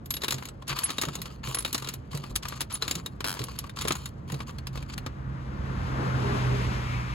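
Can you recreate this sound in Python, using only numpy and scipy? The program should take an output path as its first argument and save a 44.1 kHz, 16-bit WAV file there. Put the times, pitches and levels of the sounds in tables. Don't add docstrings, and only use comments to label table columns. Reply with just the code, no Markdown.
import sys
import numpy as np
from scipy import signal
from scipy.fft import rfft, irfft, next_fast_len
from scipy.io import wavfile
from scipy.ndimage import uniform_filter1d

SR = 44100
rng = np.random.default_rng(int(sys.argv[2]) if len(sys.argv) > 2 else 0)


def dump_mix(stems):
    frames = np.atleast_2d(stems).T
    limited = np.clip(frames, -1, 1)
    pcm = np.round(limited * 32767).astype(np.int16)
    wavfile.write(sys.argv[1], SR, pcm)


N = 314858
SIZE = next_fast_len(N + SR // 4)
HZ = np.fft.rfftfreq(SIZE, 1 / SR) + 1
TIME = np.arange(N) / SR


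def from_db(db):
    return 10 ** (np.asarray(db) / 20)


def rms_one(x):
    return x / np.sqrt(np.mean(x ** 2) + 1e-20)


def at_hz(points):
    hz, value = np.transpose(points)
    return np.interp(np.log(HZ), np.log(hz + 1), value)


def band(low_hz, high_hz):
    return 1 / np.sqrt((1 + (low_hz / HZ) ** 6) * (1 + (HZ / high_hz) ** 6))


def unit(gain):
    return gain / np.sqrt(np.mean(gain ** 2))


def drift(rate_hz):
    pole = np.exp(-80 * np.pi * rate_hz / SR)
    noise = rng.standard_normal(N // 40 + 2002)
    slow = signal.lfilter([1], [1, -2 * pole, pole * pole], noise)[2000:]
    return np.interp(np.arange(N) / 40, np.arange(len(slow)), rms_one(slow))


def dying(clicks, t60_s):
    return signal.lfilter([1], [1, -from_db(-60 / (t60_s * SR))], clicks + 1e-18)


def ring(drive, hz, t60_s):
    pole = from_db(-60 / (t60_s * SR))
    step = 2 * np.pi * hz / SR
    return signal.lfilter([0, np.sin(step)], [1, -2 * pole * np.cos(step), pole * pole], drive + 1e-18)


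def clicks_at(start_s, gain):
    out = np.zeros(N)
    out[np.round(np.asarray(start_s) * SR).astype(int)] = gain
    return out


def swelling(start_s, hz, level_db, swell_s, t60_s):
    out = np.zeros(N)
    part = slice(round(start_s * SR), round((start_s + .5) * SR))
    age = TIME[part] - start_s
    growth = np.clip(age / swell_s, 0, 1) ** 0.28
    decay = from_db(-60 * np.maximum(age - swell_s, 0) / t60_s)
    out[part] = from_db(level_db) * growth * decay * np.sin(2 * np.pi * hz * age)
    return out


def banded(envelopes, gains):
    spectrum = 0
    for envelope, gain in zip(envelopes, gains):
        spectrum = spectrum + rfft(envelope * rng.standard_normal((3, N)), SIZE) * gain
    return irfft(spectrum, SIZE)[:, :N]


# (frequency [Hz], level [dB])
PORT_BALANCE = [(180, -2), (550, 1.2), (1650, 7), (4970, 0.6), (15000, -0.5)]


def ports(sound, lead, alike):
    side = np.array([[.5], [-.5]])
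    share = np.clip(at_hz(alike), 0, 1)
    spectra = rfft(sound, SIZE)
    common = spectra[0] * np.sqrt(share) * np.exp(1j * side * at_hz(lead))
    scattered = spectra[1:] * np.sqrt(1 - share)
    return irfft((common + scattered) * from_db(side * at_hz(PORT_BALANCE)), SIZE)[:, :N]


PASS_S, PASS_M, PASS_M_PER_S = 6.182, 6.75, 13.5
NOTE_HZ, SOUND_M_PER_S = 127.55, 343
# (far traffic [dB], vehicle alongside [dB],
# loss per doubling of distance [dB], gain from behind [dB])
ROAD_LAYERS = [(-56.5, -31, 5.5, 4.5), (-47, -33, 4.5, 1.5), (-52.5, -35, 15, 3), (-61, -37.5, 10.5, 3),
               (-69.5, -42.5, 11, 8.5)]


def passing():
    along = PASS_M_PER_S * (TIME - PASS_S)
    distance = np.hypot(along, PASS_M)
    leaving = along / distance
    gains = []
    for far_db, near_db, loss_db, rear_db in ROAD_LAYERS:
        vehicle_db = near_db - loss_db * np.log2(distance / PASS_M) + rear_db * leaving
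        gains.append(np.hypot(from_db(far_db), from_db(vehicle_db)))
    return NOTE_HZ / (1 + leaving * PASS_M_PER_S / SOUND_M_PER_S), gains


# (frequency [Hz], level [dB per Hz])
TRAFFIC_SPECTRUM = [(25, -62.5), (49, -5.5), (180, -11), (400, -19), (750, -21), (1100, -16.5), (2500, -26),
                    (5500, -34.5), (9000, -44.5), (12000, -48), (16500, -77.5)]
ROAD_EDGES_HZ = (10, 250, 700, 1800, 20000)


def road_noise(levels):
    colour = from_db(at_hz(TRAFFIC_SPECTRUM))
    gains = [unit(colour * band(*edge)) for edge in zip(ROAD_EDGES_HZ, ROAD_EDGES_HZ[1:])]
    return banded([level * from_db(drift(6)) for level in levels], gains)


# (multiple of the note, level [dB])
ENGINE_ORDERS = [(.5, -7), (1, 0)]


def engine(note_hz, gain):
    phase = 2 * np.pi * np.cumsum(note_hz * (1 + 0.01103 * drift(3.6))) / SR
    out = np.zeros(N)
    for multiple, level_db in ENGINE_ORDERS:
        out += np.sqrt(2) * gain * from_db(level_db + 2.5 * drift(3)) * np.sin(multiple * phase)
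    return out


# (frequency [Hz], level [dB], t60 [s], on [s], full [s], gone [s])
HOWL = [(450, -42, .02, 5.72, 6.0, 6.2), (1300, -39, .007, 5.85, 6.05, 6.55),
        (980, -42, .06, 5.9, 6.6, 7.7), (1200, -45, .07, 6.6, 7.05, 7.5), (2300, -42, .005, 6.2, 6.95, 7.5)]


def tyre_howl():
    out = np.zeros(N)
    for hz, level_db, t60_s, *times_s in HOWL:
        swell = np.interp(TIME, times_s, [0, 1, 0])
        howl = rms_one(ring(rng.standard_normal(N), hz, t60_s))
        out += from_db(level_db + 2 * drift(18)) * swell * howl
    return out


WHINE_HZ, WHINE_DB = 405, -34
# (on [s], full [s], gone [s])
WHINE_TIMES = (6.22, 6.27, 6.75)


def gear_whine():
    swell = np.interp(TIME, WHINE_TIMES, [0, 1, 0])
    return from_db(WHINE_DB + 2.7 * drift(6.5)) * swell * np.sin(2 * np.pi * WHINE_HZ * TIME)


def road():
    note_hz, (note_gain, *noise_gains) = passing()
    out = road_noise(noise_gains)
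    out[0] += engine(note_hz, note_gain) + tyre_howl() + gear_whine()
    return out


THUMP_T60_AT_140_HZ_S = 0.2
RATTLE_HZ, RATTLE_DB, RATTLE_T60_S = (156, 557), -9, 0.2
# (time [s], level [dB], frequency [Hz])
THUMPS = [(0.234, -31, 410), (0.336, -29.5, 131), (0.702, -29, 138.6), (1.071, -28, 144.6),
          (1.18, -31.5, 164.4), (1.474, -29, 131.4), (2.145, -24.5, 141.4), (2.309, -35, 55.7),
          (2.823, -33, 449), (2.96, -31.5, 168), (3.403, -26.5, 128.3), (3.85, -26.5, 443),
          (4.327, -25.5, 140)]


def cabinet_thumps():
    start_s, level_db, _ = np.transpose(THUMPS)
    clicks = clicks_at(start_s, from_db(level_db + RATTLE_DB))
    shaken = uniform_filter1d(dying(clicks, RATTLE_T60_S), size=400)
    out = banded([shaken], [unit(band(*RATTLE_HZ))])
    for s, db, hz in THUMPS:
        out[0] += swelling(s, hz, db, 1.0 / hz, THUMP_T60_AT_140_HZ_S * 140 / hz)
    return out


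# (time [s], frequency [Hz], level [dB], swell [s], t60 [s])
RINGS = [(0.105, 11500, -27, 0.0011, 0.12), (0.146, 11300, -34, 0.01, 0.099),
         (0.836, 10810, -18, 0.011, 0.059), (1.546, 11030, -24.5, .003, 0.073),
         (1.586, 10800, -21.5, 0.0031, 0.051), (2.737, 10710, -23.5, 0.008, 0.058)]


def coin_rings():
    return sum(swelling(*row) for row in RINGS)


SLIDE_FADE_DB_PER_S, SLIDE_TAIL_DB, SLIDE_TAIL_T60_S = 24, -16.5, 1
# (time [s], length [s], starting level [dB])
SLIDES = [(0.209, 0.28, -52.5), (0.673, 0.067, -40), (0.751, 0.61, -46), (1.436, 0.12, -44.5),
          (1.654, 0.31, -50.5), (2.11, 0.22, -53.5), (2.426, 0.19, -49.5), (2.703, 0.077, -50),
          (2.812, 0.2, -49), (3.354, 0.325, -53), (3.762, 0.33, -48.5), (4.278, 0.16, -55),
          (4.468, 0.044, -55.5), (4.733, 0.1, -56.5), (4.885, 0.064, -56)]


def pressure():
    out = np.zeros(N)
    for start_s, length_s, level_db in SLIDES:
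        age = TIME - start_s
        fade_db = -SLIDE_FADE_DB_PER_S * np.abs(age)
        tail_db = SLIDE_TAIL_DB - SLIDE_FADE_DB_PER_S * length_s - 60 * (age - length_s) / SLIDE_TAIL_T60_S
        out += (age > 0) * from_db(level_db + np.where(age < length_s, fade_db, tail_db))
    return uniform_filter1d(out, size=500)


# (frequency [Hz], level [dB per Hz])
CONTACT_SPECTRUM = [(250, 1.5), (700, -3.5), (1150, -0.5), (1700, -3.5), (3900, -3), (5400, -6),
                    (7000, -11), (9200, -10), (11000, -11), (15500, -16)]
CONTACT_EDGES_HZ = (200, 800, 1600, 3200, 5500, 8500, 20000)


def rasp_noise(rasp):
    colour = unit(from_db(at_hz(CONTACT_SPECTRUM)) * band(820, 20000))
    edges = list(zip(CONTACT_EDGES_HZ[1::2], CONTACT_EDGES_HZ[3::2] + CONTACT_EDGES_HZ[-1:]))
    return banded([rasp * from_db(4.5 * drift(26)) for _ in edges], [colour * band(*edge) for edge in edges])


RASP_T60_S, RASP_RING_DB = 0.012, -16.5
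RASP_SHIFT = 0.063
SLOT_HZ = (1120, 2410, 2990, 4500, 6900)


def slot_ringing(rasp):
    out = np.zeros(N)
    for hz in np.outer(SLOT_HZ, (1 - RASP_SHIFT, 1, 1 + RASP_SHIFT)).ravel():
        drive = rasp * from_db(7 * np.tanh(drift(12))) * rng.standard_normal(N)
        level_db = RASP_RING_DB + np.interp(hz, *np.transpose(CONTACT_SPECTRUM))
        out += from_db(level_db) * ring(drive, hz, RASP_T60_S)
    return out


ROLLING_DB, COIN_ROLLING_REL_DB, COIN_T60_S = -22, -18, .12
# (frequency [Hz], relative level [dB], t60 [s])
CHUTE = [(1110, -14, .045), (2835, -11, .06), (3745, -8.5, .06), (4060, -10, .05), (6850, -10, .028)]
# (free [s], landed [s], own note [Hz])
COINS = [(.1, .52, 11420), (.8, 1.25, 10520), (1.5, 1.96, 10620), (2.7, 3.12, 10720), (3.78, 4.1, 10970)]


def rolling_hum(rasp):
    out = np.zeros(N)
    drives = [rasp * from_db(6 * np.tanh(drift(14))) * rng.standard_normal(N) for _ in range(len(CHUTE) + 1)]
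    for free_s, landed_s, note_hz in COINS:
        part = slice(round(free_s * SR), round((landed_s + .1) * SR))
        rolling = TIME[part] < landed_s
        modes = list(CHUTE) + [(note_hz, COIN_ROLLING_REL_DB, COIN_T60_S)]
        for drive, (hz, level_db, t60_s) in zip(drives, modes):
            out[part] += from_db(level_db + ROLLING_DB) * ring(drive[part] * rolling, hz, t60_s)
    return out


def slides():
    rasp = pressure() * from_db(2.2 * drift(34) + 3 * drift(200))
    out = rasp_noise(rasp)
    out[0] += slot_ringing(rasp) + rolling_hum(rasp)
    return out


RATCHET_S, FIRST_GAP_S, GAP_GROWTH, TEETH = 3.265, .0088, 1.062, 8
TOOTH_DB, TOOTH_FADE_DB = -16, 1.4
NEUTRAL_HZ, BRIGHT_DB = 3400, 2
# (time [s], level [dB], strongest note [Hz])
KNOCKS = [(0.058, -37, 12300), (0.1058, -20.5, 11300), (0.1387, -24.0, 11800), (0.1666, -25.5, 3800),
          (0.218, -27, 3980), (0.2345, -22.5, 3500), (0.2439, -24.5, 3940), (0.2814, -19.0, 3960),
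          (0.3068, -21, 12800), (0.3223, -21, 6700), (0.3417, -27, 6760), (0.3826, -30.5, 2780),
          (0.4235, -34.5, 1010), (0.4535, -30.5, 6900), (0.4864, -35, 7950), (0.6221, -41.0, 1050),
          (0.679, -26.5, 10090), (0.6935, -26.5, 2950), (0.7877, -21.5, 11300), (0.813, -49, 4500),
          (0.834, -23.5, 10730), (0.9029, -22, 4100), (0.9823, -20.5, 3960), (1.0137, -22.5, 13000),
          (1.0197, -22.5, 6900), (1.034, -23, 1270), (1.0516, -29.5, 6870), (1.0845, -26.5, 1320),
          (1.134, -41, 3670), (1.1529, -24, 6650), (1.187, -44, 3760), (1.2167, -27, 11740),
          (1.2561, -30, 2810), (1.306, -50, 1270), (1.4717, -26, 2410), (1.5455, -19.5, 10650),
          (1.5694, -30, 1110), (1.5859, -23.5, 10900), (1.605, -33, 10750), (1.623, -37, 10600),
          (1.6483, -20.5, 3370), (1.66, -34, 4030), (1.7281, -22, 12730), (1.745, -20.5, 3640),
          (1.7505, -26, 2940), (1.779, -28.0, 6900), (1.8224, -27, 1200), (1.845, -31, 4000),
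          (1.872, -31.5, 2800), (1.8872, -24, 6690), (1.9376, -30, 12470), (2.13, -35.5, 1086),
          (2.149, -32, 8130), (2.1726, -31.5, 3960), (2.2379, -32, 1174), (2.355, -23.5, 11020),
          (2.3591, -19.5, 11160), (2.4534, -26.5, 1204), (2.4839, -28, 11340), (2.5228, -31.5, 1140),
          (2.6061, -20.5, 10800), (2.6141, -23, 10800), (2.7243, -29, 10810), (2.7517, -25, 10690),
          (2.8221, -21.5, 4070), (2.879, -22, 6900), (2.9104, -16.0, 7360), (2.9528, -24.5, 6860),
          (3.0605, -26.5, 3780), (3.2052, -23.5, 3050), (3.2426, -19.0, 2800), (3.2516, -27.5, 1120),
          (3.369, -36, 990), (3.3918, -28, 4100), (3.416, -33, 4000), (3.4382, -27, 11100),
          (3.4841, -33.5, 1100), (3.5878, -22, 11270), (3.6402, -34, 1140), (3.6946, -34, 3680),
          (3.7709, -31.5, 1120), (3.7874, -27.0, 4800), (3.8103, -24, 3390), (3.8183, -25.0, 6900),
          (3.8507, -27, 1030), (3.8742, -25.5, 7150), (3.8817, -21, 10400), (3.9066, -19.5, 1235),
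          (3.9206, -22.5, 6700), (3.953, -29.5, 6800), (4.0568, -28, 6870), (4.299, -35, 1010),
          (4.3202, -29, 6800), (4.3421, -32.5, 3930), (4.4035, -29.5, 1100), (4.492, -35.5, 1184),
          (4.5841, -34, 4340), (4.6694, -28, 4960), (4.755, -33.5, 1190), (4.7737, -30, 2600),
          (4.825, -35, 2380), (4.9782, -25.5, 4300), (5.0625, -26.5, 1220), (5.295, -59, 840)]


def contacts():
    gaps_s = FIRST_GAP_S * GAP_GROWTH ** np.arange(TEETH - 1)
    teeth_s = RATCHET_S + np.cumsum(np.r_[0, gaps_s])
    teeth = [(s, TOOTH_DB - TOOTH_FADE_DB * abs(k - 2), NEUTRAL_HZ) for k, s in enumerate(teeth_s)]
    return np.transpose(list(KNOCKS) + teeth)


KNOCK_RISE_S = 0.001028
BURST_DB, BURST_LUCK_DB = 3, 2.5
BURST_T60_S, ECHO_T60_S = 0.019, 0.077
ECHO_DB, TOOTH_ECHO = -7.5, .25
BODY_SHARE, BODY_FROM_DB = 0.34, -26.5
SCUFF_T60_S = .035
SCUFF_DB, SCUFF_SOFT = -7, 0.92


def contact_bursts(start_s, level_db, tilt_db):
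    teeth_s = start_s[-TEETH:]
    held = (TIME >= teeth_s[0]) & (TIME < teeth_s[-1] + FIRST_GAP_S)
    scuff = clicks_at(start_s, from_db(np.minimum(SCUFF_DB - SCUFF_SOFT * (level_db + 44.5), -1)))
    smooth = np.exp(-1 / (KNOCK_RISE_S * SR))
    colour = from_db(at_hz(CONTACT_SPECTRUM))
    envelopes, gains = [], []
    for k, (low_hz, high_hz) in enumerate(zip(CONTACT_EDGES_HZ, CONTACT_EDGES_HZ[1:])):
        octaves = max(np.log2(low_hz / 2500), -2)
        body_db = (k == 0) * BODY_SHARE * np.maximum(level_db - BODY_FROM_DB, 0)
        luck_db = BURST_LUCK_DB * rng.standard_normal(len(start_s))
        hits = clicks_at(start_s, from_db(level_db + body_db + BURST_DB + octaves * tilt_db + luck_db))
        longer = 2 ** (-.125 * octaves)
        lead_in = dying((hits * scuff)[::-1], SCUFF_T60_S)[::-1]
        direct = dying(hits, longer * BURST_T60_S) + lead_in
        echo = from_db(ECHO_DB) * dying(hits, longer * ECHO_T60_S)
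        shape = np.where(held, 0, direct) + np.where(held, TOOTH_ECHO, 1) * echo
        envelopes.append(signal.lfilter([1 - smooth], [1, -smooth], shape))
        gains.append(colour * band(low_hz, high_hz))
    return banded(envelopes, gains)


SNAP_DB, TOOTH_T60_S = 12.5, .012


def tooth_snaps(teeth_s, level_db):
    age = TIME[:SR // 20] / TOOTH_T60_S
    snap = rng.standard_normal(len(age)) * from_db(-60 * age) * (1 - np.exp(-10 * age))
    colour = from_db(at_hz(CONTACT_SPECTRUM)) * band(SLOT_HZ[0] / 2, SR)
    spectrum = rfft(clicks_at(teeth_s, from_db(level_db)), SIZE) * rfft(snap, SIZE) * colour
    return irfft(spectrum, SIZE)[:N] * from_db(SNAP_DB)


CLANK_LOW_HZ, CLANK_HIGH_HZ, CLANK_T60_S, CLANK_DB = 900, 13000, .045, -12
NOTE_DB = 9
TOOTH_HZ = (1120, 2410, 5150, 7630)


def clanks(start_s, level_db, note_hz, tilt_db):
    pitch = CLANK_LOW_HZ * (CLANK_HIGH_HZ / CLANK_LOW_HZ) ** rng.random((len(start_s), 4))
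    pitch[:, 0] = note_hz
    pitch[-TEETH:] = TOOTH_HZ
    t60_s = np.r_[np.full(len(KNOCKS), CLANK_T60_S), np.full(TEETH, TOOTH_T60_S)]
    colour_hz, spectrum_db = np.transpose(CONTACT_SPECTRUM)
    tone_db = np.interp(np.log(pitch), np.log(colour_hz), spectrum_db) / 2
    tone_db += tilt_db[:, None] * np.log2(pitch / 2500) / 2
    softness_db = np.maximum(BODY_FROM_DB - level_db[:-TEETH], 0)
    tone_db[:-TEETH, 0] += NOTE_DB + softness_db / 2
    tone_db[-TEETH:] += NOTE_DB / 2
    age = np.arange(4096) / SR
    rise = 1 - np.exp(-age / KNOCK_RISE_S)
    out = np.zeros(N + 4096)
    for s, db, hz, notes_db, lasts_s in zip(start_s, level_db, pitch[..., None], tone_db[..., None], t60_s):
        notes = from_db(notes_db - 60 * age / lasts_s) * np.sin(2 * np.pi * hz * age)
        out[round(s * SR):][:len(age)] += from_db(db + CLANK_DB) * notes.sum(axis=0) * rise
    return out[:N]


CHUTE_INSIDE_DB, CHUTE_OUTSIDE_DB, CHUTE_LUCK_DB = 2, -10.5, 3.5
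NEAR_DB = 6


def chute_ringing(start_s, level_db, note_hz):
    inside = np.any([(start_s > free_s) & (start_s < landed_s) for free_s, landed_s, _ in COINS], axis=0)
    reach_db = np.where(inside, CHUTE_INSIDE_DB, CHUTE_OUTSIDE_DB)
    reach_db[-TEETH:] = 2 * CHUTE_OUTSIDE_DB
    out = np.zeros(N)
    for hz, mode_db, t60_s in CHUTE:
        away_db = NEAR_DB * np.abs(np.log2(note_hz / hz))
        luck_db = CHUTE_LUCK_DB * rng.standard_normal(len(start_s))
        gain = from_db(level_db + mode_db + reach_db - away_db + luck_db)
        out += ring(clicks_at(start_s + KNOCK_RISE_S, gain), hz, t60_s)
    return out


COIN_STRUCK_DB, COIN_LUCK_DB = -24, 2


def loose_coins(start_s, level_db):
    gain = from_db(level_db + COIN_LUCK_DB * rng.standard_normal(len(start_s)) + COIN_STRUCK_DB)
    out = np.zeros(N)
    for free_s, landed_s, hz in COINS:
        loose = (start_s > free_s) & (start_s < landed_s)
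        out += ring(clicks_at(start_s, loose * gain), hz, COIN_T60_S)
    return out


def knocks():
    start_s, level_db, note_hz = contacts()
    tilt_db = BRIGHT_DB * np.log2(note_hz / NEUTRAL_HZ)
    out = contact_bursts(start_s, level_db, tilt_db)
    out[0] += tooth_snaps(start_s[-TEETH:], level_db[-TEETH:])
    out[0] += clanks(start_s, level_db, note_hz, tilt_db)
    out[0] += chute_ringing(start_s, level_db, note_hz)
    out[0] += loose_coins(start_s, level_db)
    return out


# (frequency [Hz], phase [rad])
ROAD_LEAD = [(200, .3), (750, -2.6), (1700, -2.6), (5500, 2.8), (6700, 6.3), (11500, 0), (15500, -6.3)]
COIN_LEAD = [(200, .2), (780, 2.3), (1290, .2), (2330, 1.6), (4130, .6), (5510, 2.8), (9200, -3.1),
             (16400, -12.5)]
# (frequency [Hz], share [0-1])
ROAD_ALIKE = [(150, 0.98), (400, 0.74), (750, 0.5), (3500, 0.37), (9000, 1)]
COIN_ALIKE = [(150, 1), (700, 0.93), (2000, 0.029), (9000, 0.98)]


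def scene():
    coins = cabinet_thumps() + slides() + knocks()
    coins[0] += coin_rings()
    return ports(road(), ROAD_LEAD, ROAD_ALIKE) + ports(coins, COIN_LEAD, COIN_ALIKE)


CUTOFF_HZ = 17000


def record(dry):
    return signal.sosfilt(signal.cheby2(12, 70, CUTOFF_HZ, fs=SR, output="sos"), dry)


dry = scene()
out = record(dry)
dump_mix(out)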